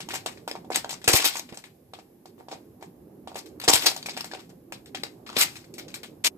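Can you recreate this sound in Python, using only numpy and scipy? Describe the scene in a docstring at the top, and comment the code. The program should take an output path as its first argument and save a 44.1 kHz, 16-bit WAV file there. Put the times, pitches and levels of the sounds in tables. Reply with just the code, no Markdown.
"""A low room rumble and soft hiss are there from the start, with a first plastic click almost at once.
A plastic keyboard is handled, set down and dragged over a carpet in a small bedroom; a cap is pried at.
Rumble and hiss are coloured noise. Each contact clicks a cap and knocks the ringing case; jolts rattle
the loose caps as showers of tiny collisions. Dull thumps come through the floor, and near the end a
blade scrapes briefly as dense noise. Two microphone ports a few centimetres apart hear it in stereo."""
import sys
import numpy as np
from scipy import signal
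from scipy.fft import rfft, irfft
from scipy.io import wavfile

SR = 44100
rng = np.random.default_rng(int(sys.argv[2]) if len(sys.argv) > 2 else 0)


def to_wav(s):
    """Save 16-bit WAV."""
    ch = np.atleast_2d(s).T  # columns
    pcm = np.round(np.clip(ch, -1, 1) * 32767)  # PCM
    wavfile.write(sys.argv[1], SR, pcm.astype(np.int16))


N = 280917   # length in samples


def amp(db):
    """Turns a level in dB into a gain."""
    return 10 ** (np.asarray(db) / 20)


def rms_one(x):
    """Scales a sound to an average power of one."""
    return x / np.sqrt(np.mean(x ** 2) + 1e-20)


def at_hz(points, hz):
    """Reads a frequency table between its points, with octaves equally wide."""
    table = np.array(points)
    return np.interp(np.log(np.maximum(hz, 1)), np.log(table[:, 0]), table[:, 1])


def filtered(x, order, hz, kind):
    """Keeps the low, high or middle band of a sound."""
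    return signal.sosfilt(signal.butter(order, hz, kind, fs=SR, output="sos"), x)


def shaped(x, points):
    """Colours a sound by a dB table without smearing it ahead in time (minimum phase, unit power gain)."""
    size = 2048
    cepstrum = irfft(np.log(amp(at_hz(points, np.fft.rfftfreq(size, 1 / SR)))))
    # folding the second half onto the first makes the filter act as early as it can
    cepstrum[1:size // 2] *= 2
    cepstrum[size // 2 + 1:] = 0
    taps = irfft(np.exp(rfft(cepstrum)))
    return signal.oaconvolve(x, taps[None] / np.sqrt(np.sum(taps ** 2)), axes=1)[:, :N]


def sides(pan_db):
    """Gives left and right gains; a positive level difference favours the left."""
    return amp(np.array([[.5], [-.5]]) * pan_db)


def drift(rate):
    """Wanders slowly by chance: random points, so many per second, joined by lines."""
    knots = rng.standard_normal(2000)
    return np.interp(np.arange(N) * rate / SR, np.arange(len(knots)), knots)


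# Colour of the rumble: [f/Hz, level/dB per Hz, relative]
RUMBLE_COLOUR = [(15, -52), (25, -31), (48, -16.5), (156, -2.5), (200, -6.5), (252, -2.5), (318, -1),
                 (417, -9.5), (578, -16), (715, -19.5), (2500, -62.5), (3250, -86), (5500, -120)]
# How far the rumble leans to one side: [f/Hz, left-right level/dB]
RUMBLE_SIDE = [(60, 2), (150, -0.5), (380, -4.5), (950, -13.5), (2380, 7), (5980, 0.5), (15000, -3.0)]
# How alike the two ports hear it: [f/Hz, likeness from 1 (same) through 0 (unrelated) to -1 (opposite)]
RUMBLE_LIKENESS = [(60, 0.91), (300, 1), (640, 0.2), (1400, -0.093), (3000, 0.01)]
# Slow course of the rumble: [t/s, level/dB]
RUMBLE_COURSE = [(0.0, -49), (0.74, -47.5), (1.1, -50.5), (1.58, -55), (2.31, -55.5), (2.52, -50.5),
                 (3.95, -48.5), (4.38, -50), (5.45, -48.5), (6.37, -49)]


def rumble():
    """Low noise of the house in half-octave bands, each with its own flicker, lean and likeness."""
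    out = 0
    edges = 25 * 2 ** np.arange(0, 7, .5)
    white = rng.standard_normal((2, 2, N))
    for k, (low, high) in enumerate(zip(edges, edges[1:])):
        common, opposite = filtered(white[k % 2], 2, [low, high], "band")   # neighbours use other noise
        hz = np.sqrt(low * high)
        alike = np.clip(at_hz(RUMBLE_LIKENESS, hz), -1, 1)
        pair = np.sqrt(1 + alike) * common + np.sqrt(1 - alike) * opposite * [[1], [-1]]
        flicker_db = 3.1 * drift(17.0)
        gain = amp(at_hz(RUMBLE_COLOUR, hz) + flicker_db) * sides(at_hz(RUMBLE_SIDE, hz))
        out = out + gain * pair
    level_db = np.interp(np.arange(N) / SR, *np.transpose(RUMBLE_COURSE))
    return amp(level_db) * rms_one(out)


# Colour of the microphone hiss: [f/Hz, level/dB per Hz, relative]
HISS_COLOUR = [(880, -41), (1500, -9.5), (1590, -9), (3280, -14.5), (9370, -15.5), (12200, 0), (13400, -24),
               (14800, -7), (16000, -37.5)]


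def hiss():
    """Steady coloured microphone noise, unrelated at the two ports."""
    return amp(-68.5) * shaped(rng.standard_normal((2, N)), HISS_COLOUR)


def ring(x, hz, t60):
    """Lets a push ring like a struck bar: a unit click starts a fading sine of height 1."""
    r, w = amp(-60 / (t60 * SR)), 2 * np.pi * hz / SR
    return signal.lfilter([0, np.sin(w)], [1, -2 * r * np.cos(w), r * r], x + 1e-18)


def add(track, s, shape):
    """Adds a stereo shape from time s on."""
    i = int(np.clip(round(s * SR), 0, N - 1))
    track[:, i:i + shape.shape[1]] += shape[:, :N - i]


def swell(rise, hold, t60):
    """Rises, holds, then fades by 60 dB in t60 seconds."""
    t = np.arange(SR // 3) / SR
    return np.clip(t / rise, 0, 1) * amp(-60 * np.maximum(t - rise - hold, 0) / t60)


BOARD_PAN_DB, CASE_PAN_DB = 4, -1   # the board lies to the left; the case rings a little stronger right
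# Ringing modes of the case: [f/Hz, level/dB, fade by 60 dB/s]
CASE_MODES = [(361, -2.5, 0.042), (459, -2.5, 0.023), (550, -3, 0.034), (666, -5, 0.031), (761, 5, 0.024),
              (899, -2, 0.039), (1102, -8, .02), (1450, -0.5, 0.0027)]
# Contacts with the board: [t/s, click level/dB, knock level/dB, bright part level/dB over the click,
# chatter level/dB over the click, knock centre f/Hz, cap note f/Hz]
TOUCHES = [(0.0034, -32, -41, -13, -4.5, 890, 2820), (0.0874, -28.5, -34.5, -3.5, -12, 930, 7100),
           (0.105, -26, -34, -24, -4.5, 1360, 2180), (0.137, -31, -32, 1, -9, 940, 2160),
           (0.1556, -22.5, -39, -10, -19, 867, 1930), (0.2604, -28, -25.5, -14, -0.5, 550, 2400),
           (0.373, -39, -52, -20, -16, 533, 2400), (0.477, -24.5, -28.5, -6.5, -12, 700, 1360),
           (0.5125, -22, -31, -9, -22.5, 520, 5240), (0.5533, -32.5, -33, -17, -14, 810, 1420),
           (0.6459, -54, -48, -7, -10, 799, 1530), (0.7031, -42, -22.5, -10, 3, 604, 1290),
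           (0.718, -26.5, -40, -30, -6, 743, 2200), (0.758, -10, -32, -0.5, -19.5, 830, 8320),
           (0.845, -19, -30, -35, -24, 950, 1580), (0.8927, -23, -38.5, -9, -11, 786, 7800),
           (0.907, -26.5, -41, 1, -13, 805, 6650), (0.9286, -35.5, -37.5, -21, -1, 880, 2270),
           (1.0154, -36.5, -53, -11, -11, 511, 2100), (1.0415, -26, -42, -6.5, -10.5, 610, 8150),
           (1.0767, -4.5, -16.5, -20, -15, 400, 8500), (1.0875, -8.5, -30, -20, -6.5, 560, 4410),
           (1.096, -13, -18, -8, -18, 400, 4500), (1.1318, -13.5, -33, -4, -4, 431, 6550),
           (1.138, -15, -17, -5, -20, 450, 7000), (1.243, -17, -30.5, 0.5, -24, 800, 6860),
           (1.354, -22.5, -37, -19, -9, 867, 1300), (1.3681, -26.5, -39.5, 6, -14.5, 945, 7050),
           (1.3942, -21.5, -41, -0.5, -40, 760, 6640), (1.49, -39, -44, -15, -11, 410, 2630),
           (1.524, -39.5, -34, -14, -9, 390, 2480), (1.5424, -44, -70, -2.5, -7, 506, 1610),
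           (1.5725, -27.5, -44, -4.5, -17, 886, 8300), (1.639, -32, -58, -15, -11, 1140, 2210),
           (1.935, -34.5, -37.5, -21, -8.5, 738, 1560), (1.988, -39, -44, -23, -14, 775, 1300),
           (2.2563, -46.5, -46.5, -1.5, -9, 860, 5000), (2.408, -53.5, -44.5, -7, -10, 900, 1300),
           (2.4843, -43, -38.5, -10, -7, 805, 1640), (2.5135, -37, -40.5, -18, -5.5, 748, 2260),
           (2.5264, -36.5, -32.5, -24, -6, 563, 1820), (2.81, -49.5, -53, -14, -6, 874, 2160),
           (2.8253, -38, -37, -8, -12, 856, 2150), (3.274, -36.5, -34.5, -19, -5.5, 744, 1280),
           (3.317, -42, -41, -15, -16, 810, 1320), (3.344, -35.5, -42, -5, -16, 560, 4640),
           (3.356, -35, -29.5, -27, -6, 625, 2140), (3.4585, -43.5, -52, -3.5, -7.5, 423, 4070),
           (3.5992, -25, -48, 0, -26, 676, 4450), (3.6134, -31.5, -49, -9, -6, 430, 4100),
           (3.638, -25.5, -37, -8, -7.5, 813, 5600), (3.678, -14, -15.5, -17, 2, 460, 2100),
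           (3.735, -13, -20.5, 3.5, -21, 600, 7100), (3.755, -9, -29.5, -1, -28.5, 800, 7560),
           (3.859, -14, -29.5, -1, -16, 709, 6500), (3.9171, -35, -38, -11, -20, 740, 5220),
           (3.9632, -23.5, -37.5, -2, -15.5, 845, 7050), (4.0269, -25.5, -47, -9, -24, 1100, 4550),
           (4.059, -24.5, -40.5, -9.5, -10.5, 804, 2420), (4.0858, -25, -36.5, -11, -10.5, 805, 2310),
           (4.093, -24, -42, -12, -17, 800, 4970), (4.134, -33, -44, -12, -11.5, 525, 8000),
           (4.1664, -24.5, -40, -13, -14, 880, 5030), (4.1732, -21, -32, -11, -12, 770, 2220),
           (4.207, -20, -43, -5, -20, 864, 5410), (4.2434, -27, -39, -7.5, -9.5, 880, 8060),
           (4.3133, -27.5, -42, -26, -15, 1210, 1770), (4.3352, -26, -32.5, -35, -10, 755, 1510),
           (4.351, -41, -35.5, -20, -5.5, 600, 1500), (4.3924, -43.5, -49, -13, -0.5, 487, 1370),
           (4.4926, -53, -52, -2, -5.5, 550, 1350), (4.7222, -24.5, -38, -5.5, -16, 721, 2430),
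           (4.8585, -39.5, -71, -6.5, -11.5, 460, 8450), (4.9468, -21.5, -34.5, -16, -10.5, 740, 3260),
           (5.034, -17, -32, -11.5, -18.5, 460, 4760), (5.2626, -38, -47, -27, -4.5, 1146, 1324),
           (5.274, -39.5, -46, -10, -8, 1200, 2490), (5.291, -26, -43, -25, -19, 1300, 1400),
           (5.2994, -24, -36, -31, -18, 1330, 1340), (5.329, -26, -31, -29, -19, 1405, 1400),
           (5.3654, -19, -20, -11, -3, 423, 2500), (5.4007, -28, -46, -10.5, -26.5, 956, 7660),
           (5.409, -25, -36, -8, -27, 800, 3000), (5.425, -17, -34, 2, -24, 850, 6100),
           (5.5557, -32.5, -52.5, -10, -8.5, 435, 2600), (5.567, -36.5, -57, -8, -8, 435, 2320),
           (5.641, -44.5, -57.5, -10, -11.5, 537, 2350), (5.7392, -43, -51, 10.5, -15, 425, 8800),
           (5.7808, -34, -46.5, 1, -8, 560, 2280), (5.795, -32.5, -50, -16, -12.5, 554, 2340),
           (5.8806, -38.5, -59, -10, -8, 589, 3420), (5.9028, -41.5, -59, -9, -11, 423, 2860),
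           (5.9407, -27, -47, -6, -10, 1180, 4110), (5.9654, -35.5, -40.5, -11, -21, 474, 2530),
           (6.0314, -32, -38.5, -7.5, -8, 400, 2280)]


def contacts():
    """Each touch clicks a cap, strikes the case modes near its centre and leaves caps and case chattering."""
    click_s, chatter_t60_s, note_t60_s = 0.0011, .14, .01
    note_db, buzz_db = -7.5, -8   # cap note against the click's peak; case buzz under the knock
    off_centre_db = -40.5   # for a mode one octave from the knock centre
    power, clicks, blows = np.zeros((3, 2, N)), np.zeros((2, 2, N)), np.zeros((len(CASE_MODES), 2, N))
    u = np.arange(600) / SR / click_s
    for s, click_db, knock_db, top_db, chatter_db, knock_hz, cap_hz in TOUCHES:
        pan_db = BOARD_PAN_DB + 0.5 * rng.standard_normal()
        burst = rng.standard_normal(len(u)) * u * np.exp(-u)
        note = ring(burst, cap_hz, note_t60_s)
        note = amp(note_db) * note * np.abs(burst).max() / np.abs(note).max()
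        click = amp(click_db) * (burst + note) * sides(pan_db)
        add(clicks[0], s, click)
        add(clicks[1], s, click * amp(top_db))
        for track, (hz, db, _) in zip(blows, CASE_MODES):
            reach_db = off_centre_db * np.log2(hz / knock_hz) ** 2 + 1.2 * rng.standard_normal()
            add(track, s, amp(knock_db + db + reach_db) * sides(CASE_PAN_DB))
        chatter = (amp(click_db + chatter_db) * swell(.0015, 0, chatter_t60_s) * sides(pan_db)) ** 2
        buzz = (amp(knock_db + buzz_db) * swell(.002, 0, chatter_t60_s) * sides(CASE_PAN_DB)) ** 2
        add(power[0], s, chatter)
        add(power[1], s, chatter * amp(2 * top_db))   # doubled because this is power
        add(power[2], s, buzz)
    return power, clicks, blows


# Jolts that shake all caps at once: [t/s, rise and hold together/s, fade by 60 dB/s,
# rattle drive level/dB, case drive level/dB, bright part level/dB over the rattle]
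SHAKES = [(0.13, 0.024, 0.13, -34.5, -57, -3), (0.741, .017, 0.12, -29.5, -35.5, -5),
          (1.077, 0.0044, 0.14, -21.5, -19.5, 2), (1.115, 0.061, 0.15, -22.5, -28.5, -0.5),
          (1.18, 0.018, 0.38, -23.5, -35.5, -23.5), (1.241, .019, 0.11, -21, -27, 1),
          (1.324, 0.026, 0.11, -43, -51, 1), (2.373, 0.039, 0.12, -68.5, -48.5, -5.5),
          (2.503, 0.023, .16, -65.5, -42.5, -16), (3.352, 0.041, 0.084, -41.5, -48, -8),
          (3.64, .034, .2, -60, -59, -11), (3.677, 0.011, 0.21, -24.5, -18.5, 3),
          (3.722, 0.024, 0.15, -16.5, -30, -2), (3.803, 0.048, .15, -31.5, -36.5, -5),
          (3.857, 0.013, 0.14, -19.5, -28, -2), (5.274, 0.2, .2, -44, -51.5, -33.5),
          (5.348, 0.088, 0.071, -25.5, -33, -12), (5.379, 0.051, 0.074, -24.5, -47, 2)]


def jolts():
    """Power of the shaking of the caps, their bright part and the case."""
    power = np.zeros((3, 2, N))
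    rise_share = 0.48
    for s, length, t60, rattle_db, case_db, top_db in SHAKES:
        shape = swell(rise_share * length, (1 - rise_share) * length, t60)
        levels_db = (rattle_db, rattle_db + top_db, case_db)
        for track, db, pan_db in zip(power, levels_db, (BOARD_PAN_DB, BOARD_PAN_DB, CASE_PAN_DB)):
            add(track, s, (amp(db) * shape * sides(pan_db)) ** 2)
    return power


def grains(per_s, spread_db):
    """Tiny collisions at random moments, of uneven size; unit power."""
    sizes = amp(spread_db * np.minimum(rng.exponential(1, N), 5)) * rng.choice([-1, 1], N)
    return rms_one(sizes * (rng.random(N) < per_s / SR))


def spread_grains(per_s, spread_db):
    """Collisions all over the board: partly the same at both ports, partly each port's own."""
    share = 0.46   # share of the power heard alike
    own = np.array([grains(per_s, spread_db), grains(per_s, spread_db)])
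    return np.sqrt(share) * grains(per_s, spread_db) + np.sqrt(1 - share) * own


def patchy(x, patch_db):
    """Other caps collide from moment to moment, so each band comes and goes by itself."""
    edges = 500 * 2 ** np.arange(0, 5.1, .5)
    out = 0
    for k, pair in enumerate(zip(edges, edges[1:])):
        band = filtered(x, 2, pair, "band") * (-1) ** k   # every other band is flipped
        out = out + band * amp(patch_db * drift(80.0))
    return rms_one(out)


def rustle(shake):
    """Hands and sleeves move on after the caps are shaken: soft dense collisions that linger."""
    linger = amp(-120 / (0.48 * SR))   # power falls by 60 dB in 0.48 s
    moving = np.sqrt(signal.lfilter([1 - linger], [1, -linger], shake ** 2))
    return (amp(-19) * moving + amp(-91)) * spread_grains(6000, spread_db=1.0)


# Colour of many small caps together: [f/Hz, level/dB per Hz, relative]
CAP_COLOUR = [(470, -28), (800, -7.5), (1400, -5.5), (1920, -4.5), (2320, -1), (3010, -4), (3250, -2.5),
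              (5290, -2), (5850, -5), (7990, -2.5), (9520, -7.5), (14200, -6), (15900, -26.5)]


def keyboard():
    """Clicks and collisions sound through the colour of the caps and the modes of the case."""
    power, clicks, blows = contacts()
    shake = np.sqrt(power + jolts())   # shaking adds in power
    clumps = amp(2.5 * drift(220.0))
    hits = patchy(spread_grains(5000, spread_db=3), patch_db=4) * clumps
    body, top = shake[:2] * hits + clicks + rustle(shake[0])
    split_hz = 4800   # the bright part takes over above this
    caps = shaped(filtered(body, 2, split_hz, "low") - filtered(top, 2, split_hz, "high"), CAP_COLOUR)
    drumming = shake[2] * spread_grains(1300, spread_db=8.0) * amp(-30.0)
    case = 0
    for blow, (hz, db, t60) in zip(blows, CASE_MODES):
        case = case + ring(blow + amp(db) * drumming, hz, t60)
    return caps + filtered(case, 4, 282, "high")   # the case radiates no deep bass


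# How long the bedroom echoes last: [f/Hz, fade by 60 dB/s]
ROOM_FADE = [(300, 0.13), (1000, 0.22), (4000, 0.16), (12000, 0.11)]


def bedroom(x):
    """Dense echoes that die band by band, other ones at each port."""
    t = np.arange(SR // 3) / SR
    edges = 150 * 2 ** np.arange(0, 7.1)
    echoes = 0
    for low, high in zip(edges, edges[1:]):
        band = filtered(rng.standard_normal((2, len(t))), 2, [low, high], "band")
        echoes = echoes + band * amp(-60 * t / at_hz(ROOM_FADE, np.sqrt(low * high)))
    echoes = echoes * (t > .003)   # first echo after 3 ms
    energy = np.mean(np.sum(echoes ** 2, axis=1))
    return signal.oaconvolve(x, echoes / np.sqrt(energy), axes=1)[:, :N]


# Bumps through the floor to the microphone: [t/s, drive level/dB, left-right level/dB, f/Hz]
FLOOR_BUMPS = [(1.078, -21.5, 16, 119), (1.138, -16.5, 18.5, 114.4), (1.522, -30, -8, 229),
               (3.681, -23, 17.5, 153), (3.739, -23.5, 7.5, 106.3), (5.37, -24.5, 7, 248)]


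def thumps():
    """A soft push through the floor rings briefly and dully, stronger on one port."""
    out, soft = np.zeros((2, N)), np.hanning(100)
    push = np.pad(soft / soft.sum(), (0, SR // 5))
    for s, level_db, pan_db, hz in FLOOR_BUMPS:
        add(out, s, amp(level_db) * ring(push, hz, t60=0.03) * sides(pan_db))
    return filtered(out, 2, 60.0, "high")


# A blade slips along a cap close by: [t/s, rise/s, hold/s, fade by 60 dB/s, level/dB, left-right level/dB]
BLADE_SLIPS = [(6.239, 0.0079, 0.028, 0.035, -18.5, 4)]
# Colour of the scrape: [f/Hz, level/dB per Hz, relative]
BLADE_COLOUR = [(180, -34), (300, -14), (915, -9), (1610, -11), (2280, -1), (7820, -4), (9710, -10),
                (13100, -9.5), (16000, -27.5)]


def blade():
    """A short scrape of dense tiny slips that dies quickly, without room echo."""
    stroke = np.zeros((2, N))
    for s, rise, hold, t60, level_db, pan_db in BLADE_SLIPS:
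        add(stroke, s, amp(level_db) * swell(rise, hold, t60) * sides(pan_db))
    return shaped(stroke * spread_grains(4000, spread_db=3.0), BLADE_COLOUR)


def scene():
    """Keyboard and blade, late at the left port, with room echoes and thumps over rumble and hiss."""
    background = rumble() + hiss()
    board = keyboard()
    near = board + blade()
    lag = round(.00014 * SR)   # 0.14 ms between the ports
    near[0] = np.concatenate([np.zeros(lag), near[0, :N - lag]])
    return near + amp(-9.5) * bedroom(board) + thumps() + background


def record(dry):
    """Loud peaks are rounded and the treble is cut steeply, gone from 16400 Hz up."""
    rounded = .94 * np.tanh(dry / .94)
    return signal.sosfilt(signal.cheby2(12, 70, 16400, fs=SR, output="sos"), rounded)


dry = scene()
out = record(dry)
to_wav(out)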